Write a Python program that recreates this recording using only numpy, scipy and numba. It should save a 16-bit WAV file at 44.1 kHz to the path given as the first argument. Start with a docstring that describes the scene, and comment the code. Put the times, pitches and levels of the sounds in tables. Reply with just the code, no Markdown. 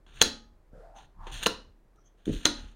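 """Playing cards are dealt onto a table in a small room, heard by a microphone above it.
Edge ticks and a rub lead to the first snap: a bent card springs off the thumb, cracks and slaps the table.
Then a swish of noise climbs as a card slides off the pack, with dull hand knocks, rubs and a second snap.
Faint fingertip squeaks follow, then more knocks and rubs, a third snap and a last fading rub.
Table modes and diffuse reflections ring after contacts; filtered noise makes arm rumble and room air."""
import sys
import numpy as np
from scipy import signal
from scipy.fft import rfft, irfft
from scipy.io import wavfile
from scipy.ndimage import uniform_filter1d
from numba import njit

SR = 44100
rng = np.random.default_rng(int(sys.argv[2]) if len(sys.argv) > 2 else 0)


def transcribe(signal):
    """Save signal, clipped to [-1, 1], as a 16-bit WAV file at the path in sys.argv[1]."""
    frames = np.atleast_2d(signal).T
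    limited = np.clip(frames, -1, 1)
    pcm = np.round(limited * 32767).astype(np.int16)
    wavfile.write(sys.argv[1], SR, pcm)


N = 121275


def undb(db):
    """Turn dB into an amplitude factor."""
    return 10 ** (np.asarray(db) / 20)


def times():
    """Time of every sample in seconds."""
    return np.arange(N) / SR


def unit(x):
    """Scale to rms 1."""
    return x / np.sqrt(np.mean(x ** 2) + 1e-30)


def blow(x, db):
    """Give a short sound the energy of 5 ms at this rms level."""
    energy = np.sum(x ** 2) + 1e-30
    return x * undb(db) * np.sqrt(0.005 * SR / energy)


def noise():
    """White noise as long as the scene."""
    return rng.standard_normal(N)


def delay(x, seconds):
    """Start a sound this many seconds later."""
    silence = np.zeros(max(int(seconds * SR), 0))
    return np.concatenate([silence, x])[:N]


def colour(x, points, tilt_db=0):
    """Minimum-phase filter through (Hz, dB) points, tilted in dB per octave."""
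    size = 8192
    octave = np.log2(np.maximum(np.fft.rfftfreq(size, 1 / SR), 1))
    hz, db = np.array(points, float).T
    curve_db = np.interp(octave, np.log2(hz), db)
    curve_db = curve_db + tilt_db * np.maximum(octave, np.log2(hz[0]))
    # Folding the cepstrum forward in time makes the filter causal
    cepstrum = irfft(np.log(undb(curve_db)))
    cepstrum[1:size // 2] *= 2
    cepstrum[size // 2 + 1:] = 0
    return signal.fftconvolve(x, irfft(np.exp(rfft(cepstrum))))[:N]


@njit
def moving_bandpass(x, hz, share):
    """State-variable band-pass with a moving centre; width as a share of the centre."""
    y, band_state, low_state = np.empty(len(x)), 0., 0.
    for i in range(len(x)):
        g = np.tan(np.pi * hz[i] / SR)
        v = (band_state + g * (x[i] - low_state)) / (1 + g * (g + share))
        band_state = 2 * v - band_state
        low_state = low_state + 2 * g * v
        y[i] = share * v
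    return y


def band(x, hz, share):
    """Steep resonance: the band-pass twice."""
    hz = hz * np.ones(N)
    once = moving_bandpass(x, hz, float(share))
    return moving_bandpass(once, hz, float(share))


def walk(rate):
    """Smooth random wander with spread 1, averaged over 1 / rate seconds."""
    return unit(uniform_filter1d(noise(), int(SR / rate)))


def burst(decay_s, chatter_db):
    """A contact: a clean push, then dying chatter at a level in dB against the push."""
    chatter = noise() * np.exp(-times() / decay_s)
    x = chatter * undb(chatter_db) / np.sqrt(np.sum(chatter ** 2))
    x[0] = 1
    return x


def ring(modes):
    """Struck modes: decaying sines, each with its own pitch, level and t60."""
    t = times()
    return sum(blow(np.sin(2 * np.pi * hz * t) * undb(-60 * t / t60), db) for hz, db, t60 in modes)


# Spectrum of the air in the room. Each row: frequency in Hz, relative level in dB.
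AIR_COLOUR = [(35, -58), (60, -11.5), (217, -8), (244, -12.5), (315, -5.5), (469, -12), (515, -11),
              (1310, -21), (1700, -22.5), (2840, -32.5), (16000, -42.5)]
AIR_DB = -69.5


def air():
    """Quiet room air around the table: steady coloured noise."""
    return undb(AIR_DB) * unit(colour(noise(), AIR_COLOUR))


# Reverberation of the small room. Each row: frequency in Hz, time to fall 60 dB in s.
REVERB_TIMES = [(100, .38), (500, .35), (1500, .32), (2800, 0.32), (5600, 0.31), (9000, .25), (12000, 0.19),
                (16000, .19)]
# Spectrum of the reflections. Each row: frequency in Hz, relative level in dB.
ROOM_COLOUR = [(40, 2), (150, -5), (280, -3), (700, -5.5), (1500, -4), (2200, -6), (3200, -9), (4200, -1.5),
               (5200, 1), (6400, -10.5), (9000, -5), (16000, -8)]
# The delay is that of a path about 1.2 m longer than the direct one
ROOM_DB, ROOM_DELAY_S, ROOM_BUILD_S = -10, 0.0036, 0.0013


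def room(x):
    """Diffuse reflections of a small room; the treble dies first."""
    hz, t60 = np.array(REVERB_TIMES).T
    f, t, cells = signal.stft(noise(), SR, nperseg=256)
    fade = np.exp(-np.log(1000) * t / np.interp(f, hz, t60)[:, None])
    tail = signal.istft(cells * fade, SR)[1][:N]
    tail = tail * (1 - np.exp(-times() / ROOM_BUILD_S))
    tail = delay(colour(tail, ROOM_COLOUR), ROOM_DELAY_S)
    tail = tail / np.sqrt(np.sum(tail ** 2))
    return signal.fftconvolve(x, tail)[:N] * undb(ROOM_DB)


# Strength of the rumble as the arm moves. Each row: time in seconds, level in dB.
RUMBLE_LEVELS = [(0, -61), (.19, -48), (0.309, -54), (.55, -57), (0.658, -62), (.75, -50), (1.148, -59.5),
                 (1.2, -43.5), (1.36, -40), (1.5, -49), (1.85, -61), (2.252, -61), (2.274, -39),
                 (2.37, -31.5), (2.42, -55.5), (2.64, -40.5), (2.75, -55)]
# Spectrum of the rumble. 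Each row: frequency in Hz, relative level in dB.
RUMBLE_COLOUR = [(10, -17.5), (28, -5.5), (38, 4.5), (50, -15.5), (80, -18), (130, -22.5), (250, -35),
                 (1000, -70.5), (16000, -100)]
RUMBLE_EVEN_S = 0.035  # its strength is evened over this time


def rumble():
    """The table's low rumble follows the arm: evened low noise under a moving level."""
    s, db = np.array(RUMBLE_LEVELS).T
    low = unit(colour(noise(), RUMBLE_COLOUR))
    power = uniform_filter1d(low ** 2, int(RUMBLE_EVEN_S * SR))
    low = low / np.sqrt(power + 0.01)
    return low * undb(np.interp(times(), s, db))


# Faint fingertip squeaks.
# Each row: centre in seconds, swell and fade time in s, pitch in Hz, level in dB.
FINGER_SQUEAKS = [(0.98, 0.018, 6240, -62), (1.981, 0.015, 1290, -69.5), (2.0, 0.029, 5820, -77.5),
                  (2.067, 0.019, 6245, -68.5), (2.078, 0.039, 3240, -77)]
SQUEAK_WIDTH = 0.098  # share of the pitch


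def squeaks():
    """A fingertip slips on the card's coating with a narrow whisper."""
    t, out = times(), 0
    for s, length, hz, db in FINGER_SQUEAKS:
        whisper = unit(band(noise(), hz, SQUEAK_WIDTH))
        out = out + whisper * np.exp(-((t - s) / length) ** 2) * undb(db)
    return out


# Soft bumps of the hand.
# Each row: start in seconds, level in dB before softening, pitch in Hz, chatter decay in s.
HAND_BUMPS = [(.731, -47, 148.8, 0.038), (1.268, -45.5, 520, .015), (2.268, -28.5, 244, 0.027),
              (2.278, -19.5, 244, 0.013), (2.293, -21, 226, 0.011), (2.305, -25, 142, 0.012),
              (2.33, -29.5, 240, 0.017)]
# Softness of the hand. Each row: frequency in Hz, gain in dB.
HAND_SOFTNESS = [(60, 4.5), (520, -3), (750, -17), (1500, -52)]
BUMP_CHATTER_DB = 1


def bumps():
    """The hand meets the table with dull knocks: broad resonances, their treble softened."""
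    out = 0
    for s, db, hz, decay in HAND_BUMPS:
        knock = band(burst(decay, BUMP_CHATTER_DB), hz, 1.0)
        out = out + delay(blow(knock, db), s)
    return colour(out, HAND_SOFTNESS)


# Path of a card off the pack. Each row: time in seconds, resonance in Hz, level in dB.
SLIDE_PATH = [(0.713, 480, -86.5), (.74, 520, -56), (.81, 530, -51.5), (0.841, 640, -53), (.93, 695, -60.5),
              (.98, 820, -52), (1.04, 910, -89), (1.11, 1050, -96), (1.18, 990, -68), (1.23, 920, -50.5),
              (1.28, 897, -51), (1.35, 850, -90)]
# Widths are shares of the centre; the upper band and hiss are in dB against the swish
SLIDE_WIDTH, UPPER_HZ, UPPER_DB, SLIDE_HISS_DB = 0.31, 1430, -15.5, -26.5


def slide():
    """A soft swish whose resonance climbs, then sinks a little, under a steady upper one."""
    t, (s, hz, db) = times(), np.array(SLIDE_PATH).T
    swish = unit(band(noise(), np.interp(t, s, hz), SLIDE_WIDTH))
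    upper = undb(UPPER_DB) * unit(band(noise(), UPPER_HZ, 0.34))
    hiss = undb(SLIDE_HISS_DB) * unit(band(noise(), 3540, 3.1))
    return (swish + upper + hiss) * np.interp(t, s, undb(db), left=0, right=0)


# Cards rubbing.
# Each row: start and end in seconds, mid level in dB, swell in dB, treble tilt in dB per octave.
CARD_RUBS = [(0.075, 0.142, -63.5, -3, -5), (0.133, 0.219, -54, 8.5, -3), (0.959, 1.064, -62, -11, -3),
             (1.23, 1.313, -63.5, 17.5, -4.5), (1.32, 1.41, -44.5, -5, -0.5),
             (1.383, 1.445, -44.5, 17.5, -4), (2.178, 2.249, -73.5, -3.5, -4.5), (2.259, 2.346, -51, 5, -2),
             (2.326, 2.396, -50, -7, .5), (2.389, 2.471, -52.5, 0, -2), (2.542, 2.747, -60, -17, -4)]
# Spectrum of card on card, also in ticks and slips. Each row: frequency in Hz, relative level in dB.
RUB_COLOUR = [(200, -17), (1100, -9), (1650, -0.5), (2200, -7.5), (2750, 2.5), (3400, 3.5), (4250, -3),
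              (5000, -21), (6400, -0.5), (7200, -5.5), (7900, -19.5), (8900, -2.5), (10300, -25),
              (13500, -18), (16000, -27.5)]
RUB_GRAIN_DB, RUB_FLUTTER_DB, RUB_EDGE_S = 3.5, 2.0, 0.016
RUB_SPLIT_HZ = 5500  # above and below it the rubbing flutters apart


def rubs():
    """Card on card: a dense, uneven stream of tiny catches."""
    t, out = times(), 0
    splitter = signal.butter(2, RUB_SPLIT_HZ, fs=SR, output="sos")
    for start, end, db, swell_db, tilt in CARD_RUBS:
        grain = noise() * undb(RUB_GRAIN_DB * walk(2000))
        low = signal.sosfiltfilt(splitter, grain)
        high = grain - low
        grain = low * undb(RUB_FLUTTER_DB * walk(70)) + high * undb(RUB_FLUTTER_DB * walk(70))
        gate = np.clip(np.minimum(t - start, end - t) / RUB_EDGE_S + 0.5, 0, 1)
        swell = swell_db * (np.clip((t - start) / (end - start), 0, 1) - 0.5)
        out = out + unit(colour(grain, RUB_COLOUR, tilt)) * gate * undb(db + swell)
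    return out


CONTACT_CHATTER_DB = 15


def contacts(rows, spectrum):
    """Short papery impacts: a push and its chatter, coloured and tilted."""
    out = 0
    for s, db, tilt, decay in rows:
        impact = colour(burst(decay, CONTACT_CHATTER_DB), spectrum, tilt)
        out = out + delay(blow(impact, db), s)
    return out


# Light ticks of card edges.
# Each row: start in seconds, level in dB, treble tilt in dB per octave, chatter decay in s.
EDGE_TICKS = [(.065, -55.5, -6.5, .008), (.96, -53.5, -11, .01), (1.269, -39.5, -6, 0.017),
              (1.428, -32.5, 0, 0.0059), (1.433, -31, 2, 0.0074), (1.959, -75.5, 6, .004),
              (2.2563, -46.5, -.5, 0.0025), (2.349, -46.5, 1, .002)]


def ticks():
    """Card edges touch lightly, with the spectrum of rubbing."""
    return contacts(EDGE_TICKS, RUB_COLOUR)


# The freed card lands flat.
# Each row: start in seconds, level in dB, treble tilt in dB per octave, chatter decay in s.
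CARD_SLAPS = [(.2226, -16.5, 2.06, 0.0022), (1.4665, -18, -1, 0.0042), (2.4590, -20, -1.5, 0.011)]
# Spectrum of the slap. Each row: frequency in Hz, relative level in dB.
SLAP_COLOUR = [(60, -13), (250, 5), (550, -2), (750, -3.5), (1400, 3), (2200, -5.5), (3000, -5.5),
               (4200, -5.5), (5200, -7), (6700, -4), (8000, -13.5), (9000, -9.5), (10500, -19.5),
               (16000, -21)]


def slaps():
    """The freed card slaps flat on the table with a broad papery impact."""
    return contacts(CARD_SLAPS, SLAP_COLOUR)


# Snaps off the thumb. Each row: start in seconds, overall level in dB, pitch of the bend in Hz,
# then the bend, edge crack, table thud and table ring in dB against that level.
CARD_SNAPS = [(0.2157, -12, 3280, 0.5, -1, -12, -5.5), (1.4614, -22, 2866, 5, -6.5, -4.5, -12),
              (2.4546, -15.5, 3700, -17, 1, -10.5, -3)]
# Modes of a card. Each row: frequency in Hz, relative level in dB, t60 in s.
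CARD_MODES = [(522.7, -15, 0.021), (930, -18.5, 0.042), (1370, -20.5, 0.01631), (1770, -10.5, 0.013),
              (2736, -7, 0.013), (4057, -0.5, 0.015), (4280, -11.5, 0.012)]
# Long rings of the table and things on it. Each row: frequency in Hz, relative level in dB, t60 in s.
TABLE_MODES = [(142.5, -22, .25), (211, -19.5, .3), (230.1, -16.5, 0.47), (268, -13.5, 0.44),
               (294, -14.5, 0.12), (344, -16, 0.16), (405, -20, .18), (567, -17, 0.19), (614, -30, .6),
               (840, -28.5, 0.9), (1254, -25.5, 0.62), (1840, -25, 0.22), (2414, -27, .3),
               (3902, -17.5, .2), (4090, -18, .24), (4220, -21, 0.23)]
# Spectrum of the edge crack. Each row: frequency in Hz, relative level in dB.
CRACK_COLOUR = [(300, -27), (2200, -22), (3400, 7.5), (5200, -17.5), (6400, 6), (7100, -5), (8000, -25),
                (9000, -8.5), (10500, -29), (13000, -24), (16000, -31)]
# Spectrum of the table thud. 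Each row: frequency in Hz, relative level in dB.
THUD_COLOUR = [(25, -3.5), (100, -3), (230, -6.5), (480, 1.5), (700, -16.5), (2000, -10.5), (16000, -74)]
BEND_T60_S, CRACK_S, THUD_S, TABLE_RISE_S = 0.012, 0.0023, 0.0057, 0.0025
CRACK_CHATTER_DB, THUD_CHATTER_DB = -2, -5
SLIP_S, SLIP_DB = 0.0035, -10.5  # the corner scrapes over the thumb just before it lets go


def snaps():
    """The bent card scrapes off the thumb, springs straight with a crack and jolts the table."""
    t, out = times(), 0
    for s, db, hz, bend_db, crack_db, thud_db, ring_db in CARD_SNAPS:
        card = ring([(hz, bend_db, BEND_T60_S)]) + ring(CARD_MODES)
        card = card * (1 - np.exp(-t / 0.0004))
        crack = blow(colour(burst(CRACK_S, CRACK_CHATTER_DB), CRACK_COLOUR), crack_db)
        thud = blow(colour(burst(THUD_S, THUD_CHATTER_DB), THUD_COLOUR), thud_db)
        slip = blow(colour(noise() * t * (t < SLIP_S), RUB_COLOUR, -1.7), SLIP_DB)
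        table = undb(ring_db) * ring(TABLE_MODES) * (1 - np.exp(-t / TABLE_RISE_S))
        snap = delay(card + thud + table, s) + delay(crack, s + 0.0004) + delay(slip, s - SLIP_S)
        out = out + undb(db) * snap
    return out


def scene():
    """Cards and hand, direct and by way of the room, over rumble and air."""
    cards = snaps() + slaps() + ticks() + rubs() + squeaks() + slide()
    hand = bumps()
    reflections = room(cards + undb(-4.5) * hand)
    return (cards + hand + reflections + (rumble() + air()))[None]


def record(dry):
    """Full scale caps the peaks, then a steep low-pass cuts the top above 16 kHz."""
    top_cut = signal.ellip(10, 0.2, 90, 16000, fs=SR, output="sos")
    return signal.sosfilt(top_cut, np.clip(dry, -1, 1))


dry = scene()
out = record(dry)
transcribe(out)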